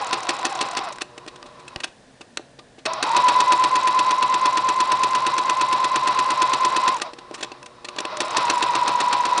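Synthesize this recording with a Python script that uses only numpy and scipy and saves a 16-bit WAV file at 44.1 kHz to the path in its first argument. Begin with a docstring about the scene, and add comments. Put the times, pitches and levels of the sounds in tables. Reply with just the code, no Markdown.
"""A small room: an electric sewing machine sews in bursts on a table, heard by one close mono microphone.
Each brisk turn of the shaft brings the same knocks, struck on a ringing frame, and a rattle of small contacts.
The toothed drive is a swaying sine that whines, loudest where it meets the casing's ring near 1 kHz.
Between bursts the motor slows and lone parts click; a faint hum of sine lines dips when the rattle dies.
A hand bumps the table once; the walls return a dull tail of noise, over the steady air of the room."""
import sys
import numpy as np
from scipy import signal
from scipy.fft import rfft, irfft, next_fast_len
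from scipy.io import wavfile
from scipy.ndimage import map_coordinates

SR = 44100
rng = np.random.default_rng(int(sys.argv[2]) if len(sys.argv) > 2 else 0)


def gain_from_db(level_db):
    """Turn a decibel level (scalar or array-like) into a linear amplitude factor."""
    decades = np.asarray(level_db, float) / 20
    return 10 ** decades


def unload_audio(sound):
    """Save the sound as a 16-bit wav file, at the path given as the first command line argument."""
    columns = np.transpose(np.atleast_2d(sound))
    # keep every value between -1 and 1, then stretch to whole-number steps
    steps = np.round(np.clip(columns, -1, 1) * 32767)
    wavfile.write(sys.argv[1], SR, steps.astype(np.int16))


N = 414540
BRISK_TURN_S = 0.25  # a shorter turn brings all the knocks and the repeating rattle


def rms_one(x):
    """Scale to unit power."""
    return x / np.sqrt(np.mean(x ** 2) + 1e-20)


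def in_time(rows):
    """Columns of a curve table, sample by sample."""
    s, *columns = np.transpose(rows)
    return [np.interp(np.arange(N) / SR, s, column) for column in columns]


def drift(rate):
    """Slow random wander of spread about 1, through `rate` random points per second."""
    points = rng.standard_normal(int(N / SR * rate) + 3)
    return map_coordinates(points, [np.arange(N) / SR * rate], order=3)


def colour(x, spectrum, peaks=()):
    """Shape noise by a spectrum, lift its resonances and scale it to unit power."""
    size = next_fast_len(N)
    hz = np.arange(size // 2 + 1) * SR / size + 1e-3
    curve_hz, curve_db = np.transpose(spectrum)
    gain = gain_from_db(np.interp(np.log(hz), np.log(curve_hz), curve_db))
    for peak_hz, width_hz, db in peaks:
        resonance = 1 / (1 + 2j * (hz - peak_hz) / width_hz)
        gain = gain * (1 + (gain_from_db(db) - 1) * resonance)
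    return rms_one(irfft(rfft(x, size) * gain, size)[:N])


def ring(x, hz, t60):
    """A damped resonance: a unit click sets a sine of height 1 ringing."""
    r, w = gain_from_db(-60 / (t60 * SR)), 2 * np.pi * hz / SR
    return signal.lfilter([0, np.sin(w)], [1, -2 * r * np.cos(w), r * r], x + 1e-18)


# needle bar strokes, between which the shaft turns evenly: (time [s], stroke level [dB])
STROKES = [(0.1286, -11), (0.451, -11), (0.7697, -13.5), (1.017, -17), (1.8409, -17), (3.026, -10.5),
           (3.1647, -10.5), (3.4028, -12), (4.2246, -14.5), (6.1885, -14), (6.8776, -12.5), (7.0167, -13),
           (7.431, -22), (8.2032, -10.5), (8.368, -11), (8.498, -11), (8.8779, -13.5), (9.377, -14)]
# whole turns done by each of those strokes: (count [turns])
TURN_COUNTS = [0, 2, 4, 5, 6, 7, 8, 10, 17, 34, 40, 41, 42, 43, 44, 45, 48, 52]


def turns():
    """Start (s), length (s) and stroke dB of every shaft turn, one more added in front."""
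    count = np.arange(TURN_COUNTS[-1] + 1)
    s, db = (np.interp(count, TURN_COUNTS, column) for column in np.transpose(STROKES))
    start = np.r_[2 * s[0] - s[1], s]
    length = np.r_[np.diff(start), s[-1] - s[-2]]
    return start, length, np.r_[db[0], db]


# colour of the room's air: (frequency [Hz], relative level [dB])
AIR = [(15, -35), (25, 3.5), (113, -11.5), (273, 5), (333, -4.5), (538, 1.5), (746, -2.5), (1260, -13),
       (1750, -5.5), (2090, -13.5), (4120, -14.5), (9220, -21.5), (10200, -11.5), (13300, -77.5),
       (22000, -120)]
# a low waver in the room: (frequency [Hz], width [Hz], lift [dB])
LOW_WAVER = [(128, 12, 18.5)]


def room_air():
    """The still air of the room: coloured noise whose level wanders slowly."""
    return gain_from_db(-51.5 + drift(1.3)) * colour(rng.standard_normal(N), AIR, LOW_WAVER)


# load on the teeth round one turn: (angle [turn], added force at top pace [dB], at middle pace [dB])
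TURN_LOAD = [(0.0, -3.5, -13), (.06, -5, -5.5), (.2, 0, -6), (0.329, -11, -3.5), (.42, -13, -8),
             (.52, -24, -4), (.6, 0, 7), (.7, -3, -11), (.77, 0, -1.5), (.84, -7, -14.5), (.92, 2, 5)]
# overtones of the mesh: (multiple of its rate [ratio], level under the mesh force [dB])
MESH_OVERTONES = [(2.002, -25)]
# speed sway once a turn, at slow, middle and top pace: (depth [%], fastest at angle [turn])
TURN_SWAY = [(7.164, .3), (.6, 0.37), (1.616, 0.715)]


def whine(mesh_hz, force_db):
    """Teeth mesh at a rate that sways round the turn; the casing amplifies it near its ring."""
    slow_pace, middle_pace, top_pace = 6.5, 8.1, 8.4  # turns per s
    stall_hz, free_hz = 620, 750  # the slow sway sets in between these mesh rates
    rotor_turns, rotor_throb_db, rotor_at_turn = 10, 1.5, 0.078  # rotor turns per shaft turn
    ripples_per_turn, ripple_percent, ripple_at_turn = 8, 1.4, 0.035
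    casing_hz, casing_width_hz, bypass_db = 1008, 80, -18.5

    start, length, _ = turns()
    edges_s = np.r_[start, start[-1] + length[-1]]
    angle = np.interp(np.arange(N) / SR, edges_s, np.arange(len(start) + 1))
    pace = np.interp(angle, np.arange(len(start)) + 0.5, 1 / length)
    # shares of the three paces, fading into one another
    paces = [slow_pace, middle_pace, top_pace]
    slow, middle, top = (np.interp(pace, paces, row) for row in np.eye(3))

    turn, top_db, middle_db = np.transpose(TURN_LOAD)
    load_db = top * np.interp(angle, turn, top_db, period=1)
    load_db = load_db + middle * np.interp(angle, turn, middle_db, period=1)
    load_db = load_db + rotor_throb_db * np.cos(2 * np.pi * rotor_turns * (angle - rotor_at_turn))

    freedom = np.interp(mesh_hz, [stall_hz, free_hz], [0, 1])
    sway = ripple_percent * np.cos(2 * np.pi * ripples_per_turn * (angle - ripple_at_turn))
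    for share, (percent, at) in zip((slow * freedom, middle, top), TURN_SWAY):
        sway = sway + share * percent * np.cos(2 * np.pi * (angle - at))

    # slow running is rougher
    slowness = np.clip(0.96 - mesh_hz / casing_hz, 0, 1)
    unevenness = 0.002 + 0.25 * slowness * np.interp(mesh_hz, [stall_hz, free_hz], [0.2, 1])
    unsteady_db = (0.6 + 20 * np.minimum(slowness, 0.2)) * drift(90)

    rate_hz = mesh_hz * (1 + sway / 100 + unevenness * drift(260))
    phase = 2 * np.pi * np.cumsum(rate_hz) / SR
    force = gain_from_db(force_db + load_db + unsteady_db)
    mesh = force * np.sin(phase)
    t60 = np.log(1000) / (np.pi * casing_width_hz)
    # scaled to gain 1 at the top of the resonance
    casing = ring(mesh, casing_hz, t60) * 2 * np.pi * casing_width_hz / SR
    overtones = sum(gain_from_db(db) * np.sin(multiple * phase) for multiple, db in MESH_OVERTONES)
    return casing + gain_from_db(bypass_db) * mesh + force * overtones


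# colour of the rattle: (frequency [Hz], relative level [dB])
RATTLE_COLOUR = [(40, -40.5), (95, -33), (135, -29.5), (220, -23), (400, -20), (700, -17), (1000, -8),
                 (1400, -15.5), (1800, -17.5), (2500, -22), (4000, -17.5), (5500, -22.5), (7000, -43.5),
                 (10000, -49.5)]
# panels that the rattle sets ringing: (frequency [Hz], width [Hz], lift [dB])
RATTLE_PANELS = [(132.8, 7.3, 15.5), (195, 5.4, 9.5), (321, 12, 3), (576, 180, 8.5), (803, 17, 2.5),
                 (828, 17, 7.5), (1006.7, 32, 10), (1100, 134, 9), (1313, 29, 6.5), (1420, 73, 5.5),
                 (2020, 55, 7.5), (2530, 190, 9), (3830, 114, 6.5)]


def rattle(level_db, repeating=0.7, spread_db=3, count=400):
    """Small contacts that come back at the same angles every brisk turn, over fresh friction noise."""
    start, length, _ = turns()
    angles = rng.random(size=count)
    sizes = gain_from_db(spread_db * np.minimum(rng.exponential(size=count), 3))
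    sizes = sizes * rng.choice([-1, 1], size=count)
    # liveliest round the stroke
    sizes = sizes * gain_from_db(5 * np.exp(-angles / 0.15) + 3 * np.exp((angles - 1) / 0.1))
    at = ((start[:, None] + length[:, None] * angles) * SR).astype(int)
    # even power at any brisk pace
    weight = sizes * np.sqrt(length[:, None]) * (length[:, None] < BRISK_TURN_S)
    inside, ticks = (at >= 0) & (at < N), np.zeros(N)
    np.add.at(ticks, at[inside], weight[inside])
    friction = rng.standard_normal(N)
    grit = np.sqrt(repeating) * rms_one(ticks) + np.sqrt(1 - repeating) * friction
    return gain_from_db(level_db + 7 + drift(25)) * colour(grit, RATTLE_COLOUR, RATTLE_PANELS)


# hum near multiples of twice the mains rate: (frequency [Hz], relative level [dB])
HUM_LINES = [(360.7, -51), (479.1, -51.5), (597.5, -50.5), (721.4, -62)]


def hum(level_db):
    """The motor buzzes in wavering sines near multiples of twice the mains rate."""
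    t = np.arange(N) / SR
    lines = np.zeros(N)
    for hz, db in HUM_LINES:
        cycles = hz * t + 0.2 * drift(18) + rng.random()
        lines += gain_from_db(db + 4 * drift(12)) * np.sin(2 * np.pi * cycles)
    return gain_from_db(level_db) * rms_one(lines)


# the motor: (time [s], tooth mesh rate before sway [Hz], mesh force before load [dB],
#             rattle [dB, raised by 7 in rattle()])
MOTOR_COURSE = [(0, 759, -23, -36.5), (.8, 776, -23.5, -38), (.9, 641, -24, -41), (1.0, 498, -56, -52.5),
                (1.8, 500, -70, -49), (1.92, 504, -77, -69), (2.845, 504.5, -82, -78),
                (2.87, 652.4, -17.5, -31), (2.97, 639.4, -24.5, -30.5), (3.04, 800, -24.5, -33),
                (3.15, 985, -9.5, -30), (3.7, 1013, -11.5, -34), (5.2, 1023, -14, -34.5),
                (6.93, 1024, -13, -33), (7.0, 897, -33, -44.5), (7.06, 650, -22, -35.5),
                (7.14, 555, -59, -50), (7.5, 500, -75, -44.5), (7.65, 500, -75, -51.5),
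                (7.86, 500, -75, -50.5), (8.05, 560, -60, -33.5), (8.125, 612, -21, -33),
                (8.27, 612, -20.5, -39), (8.31, 772, -28, -32), (8.36, 973, -17.5, -31.5),
                (8.6, 970, -16.5, -32.5), (9.4, 985, -14.5, -34)]


def motor():
    """One motor drives whine, rattle and hum; the hum dies with the rattle but is capped at -52 dB."""
    mesh_hz, force_db, rattle_db = in_time(MOTOR_COURSE)
    return whine(mesh_hz, force_db) + rattle(rattle_db) + hum(np.minimum(rattle_db, -52))


# knocks of a brisk turn, the first of which is the stroke that comes in every turn:
# (angle after the stroke [turn], level against the stroke [dB], relative thud [dB],
#  relative edge [dB], scuff t60 [s])
TURN_KNOCKS = [(0, -0.5, -9, 4.5, 0.018), (.035, -3.5, -14.5, -13, 0.022), (.085, -4.5, -5, -9.5, 0.014),
               (.14, -16.5, -5.5, -27.5, 0.011), (.26, -23.5, 1.5, 11, 0.07), (.47, -17, -31.5, 7, 0.0097),
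               (.62, -14.5, -13, 4, 0.032), (.75, -17.5, -8, -1.5, 0.03), (.87, -6, -19, -21, 0.0057),
               (.965, -5, -27.5, -19, 0.055)]
# what the frame rings with when knocked: (frequency [Hz], relative level [dB], t60 [s])
FRAME_MODES = [(344, -12, 0.052), (351, -12, 0.072), (431, -6.5, 0.033), (593, -7, 0.044),
               (769, -9.5, 0.044), (1207, -4.5, 0.07), (1590, -3, 0.027), (1915, -5, 0.038),
               (2120, -18.5, 0.044), (2630, 0.5, 0.028), (2900, 9.5, 0.0059), (3435, -4, 0.031),
               (3760, 3, 0.0062), (4260, 14, 0.003), (5330, 6.5, 0.0078), (5890, 8.5, 0.0037),
               (6530, 14, 0.0017), (7330, 0, 0.0088), (9700, -16, 0.0081), (9640, -4, 0.0091)]


def knocks():
    """Looped knocks and lone clicks strike the frame; a part strikes it much the same way each turn."""
    stroke_spread_db, ring_db = 0.56, -17  # ring_db: the ringing under the dry clatter
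    rise_share = 0.22  # a contact builds up over this share of its decay time
    start, length, stroke_db = turns()
    stroke_db = stroke_db + stroke_spread_db * rng.standard_normal(len(start))
    rows = []
    for begin, span, db in zip(start, length, stroke_db):
        for k, (turn, under, thud, edge, scuff) in enumerate(TURN_KNOCKS):
            if span < BRISK_TURN_S or k == 0:
                rows.append((begin + turn * span, db + under, thud, edge, scuff, k))
    rows += [(*click, len(TURN_KNOCKS) + k) for k, click in enumerate(lone_clicks())]
    rows = [row for row in rows if 0 <= row[0] < N / SR]
    s, db, thud_db, edge_db, scuff, part = np.array(rows).T
    part, t = part.astype(int), np.arange(1200) / SR

    habit = rng.standard_normal((part.max() + 1, len(FRAME_MODES)))[part]
    chance = rng.standard_normal((len(s), len(FRAME_MODES) + 1))
    # slack in the linkage shifts the looped knocks, but not the stroke
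    play = 0.001 * chance[:, -1] * (part > 0) * (part < len(TURN_KNOCKS))
    at = ((s + play)[:, None] * SR + np.arange(len(t))).astype(int).clip(0, N - 1)

    # a contact is a short scuff of tiny impacts, partly the part's own, partly new
    own_grit = rng.standard_normal((part.max() + 1, len(t)))[part]
    grit = own_grit + 0.8 * rng.standard_normal(at.shape)
    decay = gain_from_db(-60 * t / np.clip(scuff, 0.001, 0.1)[:, None])
    rise = np.minimum(t / (rise_share * scuff[:, None]), 1)
    scuffs = grit * decay * rise
    force = scuffs / np.sqrt(np.sum(scuffs ** 2, axis=1, keepdims=True))
    # the heavy low modes feel the contact as one blow
    shove = (t == 0) * np.ones_like(force)

    ringing = np.zeros(N)
    for k, (hz, mode_db, t60) in enumerate(FRAME_MODES):
        tone_db = thud_db + 17 if hz < 1000 else edge_db if hz > 5000 else 0
        varied_db = 2.2 * (hz > 1000) * habit[:, k] + 2 * chance[:, k]
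        gain = gain_from_db(db + tone_db + mode_db + varied_db)
        push = force if hz > 1000 else shove
        ringing += ring(np.bincount(at.ravel(), (gain[:, None] * push).ravel(), N), hz, t60)
    # the small frame radiates no bass
    ringing = signal.sosfilt(signal.butter(4, 250, "high", fs=SR, output="sos"), ringing)

    clatter = np.zeros(N)
    for band_db, low_hz, high_hz in [(db, 1000, 5000), (db + edge_db - 3, 5000, 8800)]:
        impacts = np.bincount(at.ravel(), (gain_from_db(band_db)[:, None] * scuffs).ravel(), N)
        band = signal.butter(2, [low_hz, high_hz], "band", fs=SR, output="sos")
        clatter += signal.sosfilt(band, impacts)
    return gain_from_db(ring_db) * ringing + clatter


def walls(x, t60=0.29):
    """Dull reverberation: a dying noise tail that starts a few milliseconds late."""
    t = np.arange(int(0.3 * SR)) / SR
    dull_noise = signal.lfilter([1], [1, -0.6], rng.standard_normal(len(t)))
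    tail = dull_noise * gain_from_db(-60 * t / t60) * (t > 0.006)
    return signal.fftconvolve(x, tail / np.sqrt(np.sum(tail ** 2)))[:N]


# lone clicks while the shaft creeps, stops or starts:
# (time [s], relative level [dB], relative thud [dB], relative edge [dB], scuff t60 [s])
CLEAR_CLICKS = [(1.1774, -25, -6, -9, .02), (1.263, -28.5, -4, -13, 0.01), (1.276, -23, -4, -14, 0.035),
                (1.3574, -32, -8, -2, 0.027), (1.4272, -24, -29, -30, 0.0065),
                (1.6784, -26.5, -13, 0, 0.022), (1.7599, -15.5, -11, -28, 0.0079),
                (1.8008, -22, -23, -8, 0.028), (1.8338, -14, -30, -23, .045), (2.208, -27, -6, -6, 0.035),
                (2.3715, -11, -16.5, -8.5, 0.014), (2.395, -46, 19, -21, .015),
                (2.588, -31, -4, -24, 0.032), (2.782, -35.5, 0, -19, 0.056),
                (2.8536, -14.5, -20, -4, 0.013), (2.858, -9.5, -8.5, -13, 0.028),
                (2.9332, -30, -8, 13, 0.014), (7.1327, -29, -3, -5, 0.021), (7.1848, -27, -5, -16, 0.025),
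                (7.3108, -31, 6.5, -13, 0.013), (7.3395, -21, -13, -3, 0.051),
                (7.4067, -24.5, -6, -4, 0.032), (7.426, -13, -12, -8, 0.035),
                (7.4439, -22, -5.5, -17, 0.016), (7.5168, -25, -4, -23, 0.018),
                (7.6277, -31.5, -17, 3, 0.014), (7.659, -29.5, -15, -1, 0.026),
                (7.845, -21.5, -10, -4, 0.034), (7.885, -20.5, -14, -7, .022), (7.9619, -25, -5, -5, 0.015),
                (7.984, -12.5, -11, -10, .025), (8.0034, -22, -2, 9, 0.012), (8.051, -14.5, -6, -12, 0.012),
                (8.1695, -22, -8, 5, 0.014)]
# spells in which faint ticks come at random: (from [s], to [s])
CREEPING_SPELLS = [(1.02, 1.95), (7.1, 8.15)]


def lone_clicks(count=3):
    """Single contacts: the clear clicks, and a few faint scuffs at random in each creeping spell."""
    level_db, spread_db, thud_db, edge_db, t60_s = -35, 2.5, -5, -6, 0.05
    ticks = []
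    for begin, end in CREEPING_SPELLS:
        for _ in range(count):
            when = begin + (end - begin) * rng.random()
            ticks.append((when, level_db + spread_db * rng.standard_normal(), thud_db, edge_db, t60_s))
    return CLEAR_CLICKS + ticks


def bump():
    """A hand bumps the table: one low thump, a quickly damped sine."""
    at_s, level_db, hz, t60_s = 1.762, -16, 112, 0.008
    click = np.arange(N) == int(at_s * SR)
    return ring(gain_from_db(level_db) * click, hz, t60_s)


def scene():
    """The machine on its table, the knocks' echo from the walls and the still air of the room."""
    air = room_air()
    drive = motor()
    blows = knocks()
    echo = gain_from_db(-22.5) * walls(blows)
    return (air + drive + blows + echo + bump())[None]


def band_limit(x):
    """A steep low-pass at the top of the band."""
    return signal.sosfilt(signal.butter(12, 10550, fs=SR, output="sos"), x)


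def record(dry):
    """The close microphone loses the deep bass, peaks are rounded and the treble is cut."""
    bass_cut_hz, ceiling, treble_stop_hz = 35, 0.75, 10665  # ceiling: share of full scale
    thin = signal.sosfilt(signal.butter(2, bass_cut_hz, "high", fs=SR, output="sos"), dry)
    rounded = ceiling * np.tanh(thin / ceiling)
    # 50 dB down from the stop frequency upward
    treble_cut = signal.cheby2(12, 50, treble_stop_hz, fs=SR, output="sos")
    mix = signal.sosfilt(treble_cut, rounded)
    return band_limit(mix)


dry = scene()
out = record(dry)
unload_audio(out)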